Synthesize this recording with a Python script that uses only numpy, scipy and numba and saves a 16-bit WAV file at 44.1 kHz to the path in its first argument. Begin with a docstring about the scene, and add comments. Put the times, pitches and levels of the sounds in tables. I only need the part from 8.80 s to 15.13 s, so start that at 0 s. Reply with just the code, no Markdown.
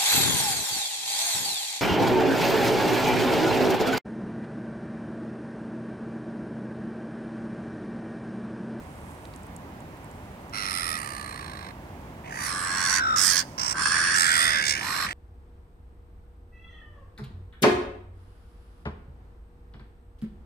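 """A steady rush from the far shore of a lake comes first, with water ticking and fizzing on the stones.
Then black-headed gulls scold in the shallows, close by on the right.
Each call is a rattle of about 45-105 short, hoarse bursts a second: a membrane buzzes in the voice box,
the throat rings with it, and the bill opens for the screeches.
Stones and ripples scatter the calls, and the bank answers faintly."""
import sys
import numpy as np
from scipy import signal
from scipy.fft import rfft, irfft, next_fast_len
from scipy.io import wavfile
from scipy.ndimage import uniform_filter1d
from numba import njit

SR = 44100
rng = np.random.default_rng(int(sys.argv[2]) if len(sys.argv) > 2 else 0)


def file_out(sig):
    """Save sig as 16-bit WAV at sys.argv[1]."""
    # one column per channel
    cols = np.atleast_2d(sig).T
    # limit, then scale
    lim = np.clip(cols, -1, 1)
    pcm = np.round(lim * 32767).astype(np.int16)
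    wavfile.write(sys.argv[1], SR, pcm)


N = 279153

# how strong the rush is from bass to treble: f/Hz, relative level/dB
RUSH_SPECTRUM = [(13, -49), (22, -25), (58, -1.5), (68, -11), (76, 2), (86, -3), (211, -6), (242, -7.5),
                 (278, -7.5), (432, -14.5), (585, -12.5), (988, -13.5), (1300, -21), (2020, -23.5),
                 (4140, -36), (9220, -41), (16000, -41.5)]
# how alike the rush is on the left and right: f/Hz, likeness/0-1
RUSH_ALIKE = [(60, .995), (130, .985), (290, .92), (640, .75), (1400, .45), (2800, 0)]
# which side the rush leans to: f/Hz, left minus right level/dB
RUSH_BALANCE = [(60, 0.5), (180, -1.5), (550, -0.5), (1650, -5.5), (4970, 0), (15000, -1.5)]
# drops ticking on stones: t/s, peak level on the right/dB, f/Hz
DROPS = [(0.453, -36, 3550), (.538, -38, 3170), (.561, -34, 8100), (.633, -42, 8150), (.667, -43, 9200),
         (.764, -30, 8540), (1.005, -41.5, 7500), (1.171, -46, 9000), (1.244, -39, 8950),
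         (1.313, -41, 8000), (1.696, -40, 6540), (3.215, -50, 8200)]
# fizz of small waves on gravel: t/s, level on the right/dB
GRAVEL_FIZZ = [(0, -64), (.3, -60), (.6, -67), (.9, -81), (1.4, -68.5), (3, -78), (6.33, -76)]
# One gull call a row. "Screech" is its shrill part, "edge" the highest part above that.
# start t/s, end t/s, attack/s, release/s, first and last burst rate/Hz, first and last pitch f/Hz,
# hoarseness/0-1, first and last throat f/Hz, first and last chest f/Hz, first and last neck factor,
# level/dB of throat, screech and edge, then the swell/dB of those three over the call
CALLS = [ (1.724, 2.195, 0.01, 0.011, 106, 76, 672.6, 630, 0.51, 2090, 1830, 1360, 1290, 1.087, 1.05, -33, -33, -40, 2.5, -2, -1.5),
         (2.172, 2.922, 0.0011, .0087, 72, 50, 621, 532, 0.62, 1790, 1670, 1230, 1070, 1.06, 1, -40, -45, -47.5, -7.5, -5.5, -21),
         (3.438, 3.51, 0.0052, 0.0033, 55, 58, 471, 506, 0.52, 2060, 2120, 630, 750, 0.97, 1.13, -44, -56.5, -61, 0, 7, 2),
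         (3.504, 3.73, 0.0026, 0.041, 58.5, 76, 606.5, 651, 0.51, 1720, 2040, 780, 1240, 1.11, 0.94, -32.5, -43, -41, 8, 13, 32),
         (3.58, 4.203, 0.092, 0.0094, 90, 89.7, 590, 514.5, 0.56, 1434, 1710, 1210, 1170, 0.84, 1.084, -29, -34, -33, 12, 13.5, 5),
         (4.175, 4.38, 0.0068, 0.0098, 73, 46.4, 790, 620, 0.27, 1530, 1270, 1170, 1100, 1.05, 0.99, -23.5, -41.5, -51.5, 0, 8, 9),
         (4.358, 4.63, .003, 0.02, 96, 85, 678.6, 567, 0.64, 1500, 1640, 1180, 1120, 0.94, 1.014, -28, -16.5, -25, 1, 5, 7),
         (4.776, 4.938, 0.0032, 0.0054, 56, 67, 517, 539, 0.6, 1100, 1280, 1020, 1110, 0.98, 1.01, -36.5, -25.5, -34.5, 1.5, 1, 16),
         (4.94, 5.38, 0.039, 0.0065, 78, 85, 504, 558, 0.6, 1470, 1630, 1193, 1510, .983, 0.975, -25, -26, -27, 3.5, -4, -5),
         (5.335, 5.99, 0.017, 0.013, 87.4, 68.6, 419.7, 560.6, 0.5, 1560, 2060, 1310, 1830, .85, 1.016, -25, -30, -32.5, -8, -7, -25.5),
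         (5.44, 5.825, 0.024, 0.014, 81, 67.6, 826, 530, 0.43, 2150, 1630, 1590, 1060, 0.91, 0.96, -26.5, -29.5, -55, 11.5, 0, 7),
         (5.955, 6.34, 0.0049, .002, 57, 45, 563, 596, 0.53, 1720, 1740, 1090, 1150, 1, .9, -31, -39.5, -43.5, -0.5, -6, -3),
         (5.995, 6.275, 0.026, .0089, 84, 85, 419.4, 555, 0.53, 940, 1390, 794, 1100, 1.016, 0.973, -34, -32, -35.5, 4.5, 5, 0)]
# where windpipe and bill ring in each kind of call: f/Hz at neck factor 1, width/Hz, relative level/dB
GROWL_RINGS = [(2470, 310, 4), (3880, 660, 4.5), (5080, 430, 9), (7760, 330, 12.5), (9040, 900, 17.5),
               (11200, 630, 6)]
GRUMBLE_RINGS = [(2320, 320, 5.5), (3940, 570, 8.5), (5130, 550, 2), (7740, 390, -15), (8660, 1200, 18.5),
                 (11100, 590, 10)]
RISING_RINGS = [(3570, 180, 9), (4540, 300, 18), (5800, 450, 16), (6260, 1400, 14), (8160, 600, 6),
                (9240, 570, 3.5), (11300, 540, -10)]
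MOAN_RINGS = [(2700, 640, -25.5), (3700, 170, 11), (5420, 150, 13), (7800, 570, 3), (9000, 1000, -7)]
SCREAM_RINGS = [(3620, 480, 0.5), (4820, 320, 16), (5620, 520, 13.5), (6200, 600, 10.5), (8360, 850, 13.5),
                (9520, 2200, 5), (11050, 1200, -3)]
YELP_RINGS = [(2810, 690, -4), (4600, 150, -8), (5600, 640, 17), (8050, 610, 19.5), (10300, 870, 4.5)]
LONG_RINGS = [(2656, 69, 5.5), (3510, 230, -1.5), (4690, 340, 7), (5420, 320, 9.5), (5800, 350, 7),
              (7450, 230, 4.5), (9150, 320, 9.5), (14800, 530, -17.5)]
SCOLD_RINGS = [(2900, 1300, 1.7), (3580, 360, 8.7), (4570, 78, 6.9), (5210, 720, 15.4), (6240, 490, 13),
               (8950, 1030, 14.6), (12300, 1100, 1.5)]
ANSWER_RINGS = [(2640, 110, 2), (4250, 470, 6), (5400, 420, 6), (7940, 380, -4), (11700, 760, -9)]
# the bill opens wide and the call turns shrill:
# t/s, half length/s, added screech level/dB, added edge level/dB, screech rise/octaves, edge rise/octaves
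BILL_OPENINGS = [(1.96, 0.078, 1.5, 8.5, -0.1, -0.026), (2.102, 0.069, 0, 9, -0.087, 0.028),
                 (3.675, 0.083, 7, 4.5, 0.071, -0.041), (3.677, 0.13, 5.5, 2.5, -0.016, 0.25),
                 (3.823, 0.043, -1.5, 3.5, -0.026, 0.051), (4.143, 0.18, 7.5, 3.5, -0.025, -0.087),
                 (4.444, 0.08, -1, 7.5, 0.086, 0.069), (4.545, 0.026, -5.5, -5, -0.041, 0.3),
                 (5.404, 0.06, 6.5, 2, 0.19, 0.069), (5.624, 0.086, 3.5, 7.5, .02, .06),
                 (5.896, 0.044, 12.5, 16, 0.024, -0.17)]
# brief loud bursts and dips in the long rattle: t/s, half length/s, added level/dB
BURSTS_AND_DIPS = [(5.048, .006, -12), (5.058, .0016, 9.5), (5.09, 0.011, -8), (5.115, .002, 6.5),
                   (5.145, 0.0027, 3), (5.166, .0015, 6), (5.182, .0015, 2)]
# the left microphone is turned away from the birds: f/Hz, added level on the left/dB
LEFT_SHADE = [(700, -12), (1300, -3.5), (1800, -12), (2400, -13.5), (3000, -5.5), (4400, -16.5),
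              (5500, -22), (6600, -32), (8500, -36), (11000, -26), (15000, -6.5)]

RUSH_DB, CUTOFF_HZ = -42, 15800
REST_DB, SHRILL_DB_PER_DB = -13.5, 2.05   # effort at a call's ends; how much the shrill parts follow it
EDGE_FROM_HZ, RASP_HZ, RASP_WIDTH_HZ = 6800, 13200, 1800   # the rasp is air on top of the screech


def from_db(db):
    """Turn decibels into a number to multiply by."""
    return 10 ** (np.asarray(db) / 20)


def unit_power(x):
    """Scale a sound so its average power is 1."""
    return x / np.sqrt(np.mean(x ** 2) + 1e-20)


def at_hz(points, hz):
    """Read a table between its rows, on a musical frequency scale."""
    points = np.array(points)
    return np.interp(np.log(np.maximum(hz, 1)), np.log(points[:, 0]), points[:, 1])


def coloured(x, gain_at):
    """Turn each frequency up or down by gain_at(hz)."""
    size = next_fast_len(N + SR // 10)
    return irfft(rfft(x, size) * gain_at(np.fft.rfftfreq(size, 1 / SR)), size)[..., :N]


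def drift(rate, size):
    """A random wander with about `rate` turns a second."""
    knots = rng.standard_normal(size // 4 + 2)
    return np.interp(np.arange(size) * min(rate / SR, 1 / 4), np.arange(len(knots)), knots)


def delayed(x, s):
    """The same sound, s seconds later."""
    return np.interp(np.arange(N) - round(s * SR), np.arange(N), x, left=0)


@njit
def ring_stage(x, angle, r):
    """A ringing filter: angle sets its note at each sample, r how slowly it dies away."""
    y = np.zeros(len(x))
    for i in range(2, len(x)):
        push = (1 - r * r) / 2 * (x[i] - x[i - 2])
        y[i] = push + 2 * r * np.cos(angle[i]) * y[i - 1] - r * r * y[i - 2]
    return y


def ring(x, hz, width_hz):
    """Let a sound ring around hz; two stages make the band steep-sided."""
    angle = 2 * np.pi * hz / SR * np.ones(len(x))
    r = np.exp(-np.pi * width_hz * np.sqrt(2) / SR)
    return ring_stage(ring_stage(x, angle, r), angle, r)


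def rush(lead_s=0.00021):
    """The steady roar of the far shore, alike on both sides in the bass; it reaches the left first."""
    shared, apart = rng.standard_normal((2, N))
    shared = coloured(shared, lambda hz: from_db(at_hz(RUSH_SPECTRUM, hz))
                      * np.sqrt(1 + at_hz(RUSH_ALIKE, hz)))
    apart = coloured(apart, lambda hz: from_db(at_hz(RUSH_SPECTRUM, hz))
                     * np.sqrt(1 - at_hz(RUSH_ALIKE, hz)))
    pair = np.array([shared + apart, delayed(shared - apart, lead_s)])
    pair = coloured(pair, lambda hz: from_db(at_hz(RUSH_BALANCE, hz) * np.array([[.5], [-.5]])))
    return from_db(RUSH_DB) * unit_power(pair)


def water(tick_decay_s=0.013, tick_width_hz=2600, left_db=-8):
    """Single drops tick on stone while small waves fizz on gravel."""
    t, out = np.arange(N) / SR, np.zeros(N)
    age = t[:SR // 20]
    for s, peak_db, hz in DROPS:
        splash = rng.standard_normal(len(age)) * from_db(-60 * age / tick_decay_s)
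        tick = ring(splash, hz, tick_width_hz)
        at = int(s * SR)
        out[at:at + len(age)] += from_db(peak_db) * tick / np.abs(tick).max()
    grains = rng.standard_normal(N) * from_db(3.5 * drift(310, N))
    fizz_db = np.interp(t, *np.transpose(GRAVEL_FIZZ))
    out += from_db(fizz_db) * unit_power(ring(grains, hz=8700, width_hz=3200))
    return out * from_db([[left_db], [0]])


def voice_box(t, pitch, hoarse, burst):
    """A buzzing membrane starts afresh in every burst; it shakes and hisses more when hoarse."""
    hoarse = np.clip(hoarse, 0, .6)
    shake = .14 * rng.standard_normal(500)[burst] + .17 * drift(900, len(t))
    pitch = pitch * (1 + hoarse ** 2 * shake)
    cycles = np.cumsum(pitch) / SR
    cycles = cycles - cycles[np.searchsorted(burst, burst)]
    # each time the membrane shuts it clicks; the click is shared between two samples
    shuts = np.flatnonzero(np.diff(np.floor(cycles)) > 0)
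    late = (np.ceil(cycles[shuts]) - cycles[shuts]) * SR / pitch[shuts]
    strength = np.exp(hoarse * rng.standard_normal(len(shuts)) / 2)
    clicks = np.zeros(len(t))
    clicks[shuts], clicks[shuts + 1] = strength * (1 - late), strength * late
    hiss = rng.standard_normal(len(t)) * (1 + np.cos(2 * np.pi * cycles) / 2)
    return unit_power(windpipe(clicks)) + hoarse * unit_power(hiss)


def windpipe(x):
    """Echoes up and down the windpipe smear every click over a few milliseconds."""
    for lag in (11, 19, 31):   # samples
        taps = np.zeros(lag + 1)
        taps[0], taps[lag] = 1, 1 / 2
        x = signal.lfilter(taps[::-1], taps, x)
    return x


def evened(x):
    """Hold the power near 1 over a few bursts, keeping the rattle."""
    size = SR // 40
    return x / np.sqrt(uniform_filter1d(uniform_filter1d(x ** 2, size), size) + 1e-12)


def loudness(t, start, end, attack_s, release_s, levels_db, swells_db):
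    """Throat, screech and edge in dB: effort rises, holds and lets go; an open bill shifts the top two."""
    effort = REST_DB * (np.exp(-np.abs(t - start) / attack_s) + np.exp(-np.abs(end - t) / release_s))
    from_middle = (t - start) / (end - start) - .5
    throat, screech, edge = [db + swell * from_middle for db, swell in zip(levels_db, swells_db)]
    screech_lift, edge_lift, *_ = bill_opening(t)
    shrill_effort = SHRILL_DB_PER_DB * effort
    return throat + effort, screech + screech_lift + shrill_effort, edge + edge_lift + shrill_effort


def bill_opening(t):
    """The bill opens and shuts smoothly: added dB of screech and edge, then their rises in octaves."""
    return sum(np.outer(effects, np.exp(-((t - s) / half_s) ** 2))
               for s, half_s, *effects in BILL_OPENINGS)


def bill(buzz, rings, neck, rises, air_db):
    """Windpipe and bill ring to make the screech and its edge; a larger neck factor raises their pitch."""
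    bands = np.zeros((2, len(buzz)))
    for hz, width_hz, level_db in rings:
        band = int(hz > EDGE_FROM_HZ)
        bands[band] += from_db(level_db) * ring(buzz, hz * neck * 2 ** rises[band], width_hz)
    air = from_db(air_db) * evened(ring(buzz, RASP_HZ, RASP_WIDTH_HZ))
    return evened(bands[0]) + air, evened(bands[1])


def water_echo(x, lag_s=0.000921, sway=0.053, sway_hz=7, share=0.27):
    """The water throws the shrill sound back a moment later; the delay wanders as the head sways."""
    samples = np.arange(len(x))
    lag = lag_s * SR * (1 + sway * drift(sway_hz, len(x)))
    return x + share * np.interp(samples - lag, samples, x)


def bursts_and_dips(t):
    """The gain that gives the long rattle its brief loud bursts and dips."""
    return from_db(sum(db * np.exp(-((t - s) / half_s) ** 2) for s, half_s, db in BURSTS_AND_DIPS))


def call(row, rings, throat_width_hz, glide, arch, throat_close, bill_close, chest_db,
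         chest_width_hz=220, chest_swell_db=0, base_note_db=-30, air_db=-31, jitter=.025, split=0,
         throat_follows=0.86, bill_follows=0.35, bill_leak=0.4, clear=0,
         bow_octaves=0, slide_octaves=0, slide_s=.1, fade_s=0.0012, uneven_db=0.5):
    """One call: bursts of buzz from the voice box ring in the throat, chest and bill."""
    start, end, attack_s, release_s = row[:4]
    hoarse, levels_db, swells_db = row[8], row[15:18], row[18:]
    span = np.arange(int(start * SR), min(int(end * SR), N))
    t = span / SR
    progress = (t - start) / (end - start)
    # each setting glides from its first to its last value; the voice may bow upward on the way
    pairs = row[4:6], row[6:8], row[9:11], row[11:13], row[13:15]
    rate, pitch, throat_hz, chest_hz, neck = [first * (last / first) ** progress for first, last in pairs]
    bow = 2 ** (bow_octaves * np.sin(np.pi * progress))
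    pitch, throat_hz, chest_hz = pitch * bow, throat_hz * bow, chest_hz * bow
    count = np.cumsum(rate * (1 + jitter * drift(70, len(t)))) / SR
    within, burst = count % 1, count.astype(int)
    # the pitch slides and arches in every burst, and pulls the ringing along
    bend = glide * (within - .5) + arch * (np.sin(np.pi * within) - np.pi / 4)
    strength = from_db(uneven_db * rng.standard_normal(500)[burst])
    tone = strength * voice_box(t, pitch * (1 + bend), hoarse * (1 - clear), burst)
    rasp = strength * voice_box(t, pitch * (1 + bend), hoarse, burst)
    pulse = np.sin(np.pi * within ** 0.38) ** 2 + 1e-9
    # with `split`, a wide-open bill chokes the top of each burst, breaking it in two
    _, opening_db, screech_rise, edge_rise = bill_opening(t)
    choke = 1 - np.clip(split * opening_db, 0, .9) * pulse ** 6
    # a bigger `close` makes each burst shorter
    low_buzz = tone * (0.25 + pulse ** throat_close)
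    high_buzz = water_echo(rasp * (bill_leak + pulse ** bill_close) * choke)
    # the throat picks out one or two overtones; the chest and a faint base note add body
    pull = 1 + throat_follows * bend
    chest_gain = from_db(chest_db + chest_swell_db * (progress - .5))
    throat = evened(ring(low_buzz, throat_hz * pull, throat_width_hz))
    throat += chest_gain * evened(ring(low_buzz, chest_hz * pull, chest_width_hz))
    throat += from_db(base_note_db) * evened(ring(low_buzz, pitch, width_hz=200))
    # the screech may start high and slide down
    screech_rise = screech_rise + slide_octaves * np.exp(-((t - start) / slide_s) ** 2)
    neck = neck * (1 + bill_follows * bend)
    screech, edge = bill(high_buzz, rings, neck, (screech_rise, edge_rise), air_db)
    throat_db, screech_db, edge_db = loudness(t, start, end, attack_s, release_s, levels_db, swells_db)
    voice = from_db(throat_db) * throat * bursts_and_dips(t)
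    voice += from_db(screech_db) * screech + from_db(edge_db) * edge
    out = np.zeros(N)
    out[span] = voice * np.clip(np.minimum(t - start, end - t) / fade_s, 0, 1)
    return out


def gulls():
    """The gulls' calls, in three groups; their small throats give out little of the base note."""
    (growl, grumble, creak, croak, rising, moan, scream, yelp,
     long_rattle, scolding, wail, mutter, answer) = CALLS
    growls = call(growl, GROWL_RINGS, 380, glide=.092, arch=.033, throat_close=3.5, bill_close=2.4,
                  chest_db=0, air_db=-40, jitter=.011, bill_leak=.15, throat_follows=.3)
    growls += call(grumble, GRUMBLE_RINGS, 440, glide=.063, arch=.051, throat_close=3.5, bill_close=1.4,
                   chest_db=1, air_db=-26, slide_octaves=.18, slide_s=.28, bill_leak=.16)
    growls += call(wail, MOAN_RINGS, 260, glide=.27, arch=.036, throat_close=.56, bill_close=.55,
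                   chest_db=-1.5, chest_swell_db=-33, base_note_db=-13, throat_follows=.99, clear=.26)
    scolds = call(creak, RISING_RINGS, 550, glide=.21, arch=.05, throat_close=1.4, bill_close=1,
                  chest_db=4.5, chest_width_hz=85)
    scolds += call(croak, RISING_RINGS, 450, glide=.16, arch=.11, throat_close=1.8, bill_close=.47,
                   chest_db=-5, chest_width_hz=99, air_db=-16, jitter=.013, bow_octaves=.048)
    screams = call(rising, RISING_RINGS, 400, glide=.25, arch=.2, throat_close=.7, bill_close=1.5,
                   chest_db=-4.5, chest_swell_db=-10, chest_width_hz=330, air_db=-23,
                   throat_follows=.8, bill_follows=.14, bill_leak=.14, clear=.25)
    scolds += call(moan, MOAN_RINGS, 220, glide=.31, arch=.021, throat_close=.38, bill_close=.62,
                   chest_db=-22, throat_follows=.67)
    screams += call(scream, SCREAM_RINGS, 540, glide=-.12, arch=.16, throat_close=.27, bill_close=1,
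                    chest_db=-11, air_db=-22, split=.14, jitter=.004, slide_octaves=.22, slide_s=.07,
                    bill_leak=.16)
    scolds += call(yelp, YELP_RINGS, 1150, glide=.25, arch=.12, throat_close=.43, bill_close=1.1,
                   chest_db=1.5, chest_width_hz=330, air_db=-25, bill_follows=.2, bill_leak=.18)
    screams += call(long_rattle, LONG_RINGS, 330, glide=-.293, arch=.1795, throat_close=1.5,
                    bill_close=.42, chest_db=-8.5, chest_width_hz=320, chest_swell_db=-21, air_db=-46,
                    jitter=.04, throat_follows=.71, bill_follows=.28, clear=.25)
    scolds += call(scolding, SCOLD_RINGS, 400, glide=-.25, arch=.14, throat_close=1.3, bill_close=1.3,
                   chest_db=-9, chest_swell_db=9, chest_width_hz=280, air_db=-24, jitter=.012,
                   throat_follows=.85, bill_follows=.25, bill_leak=.14, clear=.25)
    scolds += call(mutter, SCOLD_RINGS, 690, glide=-.15, arch=.05, throat_close=2.6, bill_close=.7,
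                   chest_db=-22, jitter=.012)
    screams += call(answer, ANSWER_RINGS, 250, glide=.44, arch=.12, throat_close=1, bill_close=.8,
                    chest_db=0, chest_width_hz=160, air_db=-28, throat_follows=.66, bill_follows=.33,
                    bow_octaves=.22, clear=.3)
    bass_cut = signal.butter(3, 740, "high", fs=SR, output="sos")
    return signal.sosfilt(bass_cut, [growls, scolds, screams])


def shore(x, lead_s, left_db, left_treble_db, left_scatter_db=-5, right_scatter_db=-15,
          bank_db=-29, bank_decay_s=0.91, scatter_decay_s=.09, ripple_hz=9):
    """Stones and ripples scatter a call and the bank answers; the shaded left has more of the scatter."""
    t = np.arange(SR // 2) / SR
    near = unit_power(rng.standard_normal((3, len(t))) * from_db(-60 * t / scatter_decay_s) * (t > .002))
    far = unit_power(rng.standard_normal((2, len(t))) * from_db(-60 * t / bank_decay_s) * (t > .02))
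    echoes = np.vstack([near, far]) / np.sqrt(len(t))
    crest, trough, stones, *bank = signal.fftconvolve(x[None], echoes, axes=1)[:, :N]
    turn = np.pi * drift(ripple_hz, N)
    ripples = crest * np.cos(turn) + trough * np.sin(turn)
    left = x + from_db(left_scatter_db) * ripples + from_db(bank_db) * bank[0]
    right = delayed(x, lead_s) + from_db(right_scatter_db) * stones + from_db(bank_db) * bank[1]
    tilt = [(1200, left_db), (5000, left_treble_db)]
    left = coloured(left, lambda hz: from_db(at_hz(tilt, hz) + at_hz(LEFT_SHADE, hz)))
    return np.array([left, right])


def scene():
    """Far rush, water on stones and gulls close by; each group of calls has its own left-right balance."""
    growls, scolds, screams = gulls()
    birds = shore(growls, lead_s=0.00043, left_db=-3.5, left_treble_db=5.5)
    birds += shore(scolds, lead_s=0.00045, left_db=5.0, left_treble_db=4.5)
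    birds += shore(screams, lead_s=0.00002, left_db=-1.5, left_treble_db=-1.5, left_scatter_db=8.0)
    return birds + water() + rush()


def record(dry):
    """The very highest treble is cut off steeply."""
    return signal.sosfilt(signal.ellip(10, .1, 80, CUTOFF_HZ, fs=SR, output="sos"), dry)


dry = scene()
out = record(dry)
file_out(out)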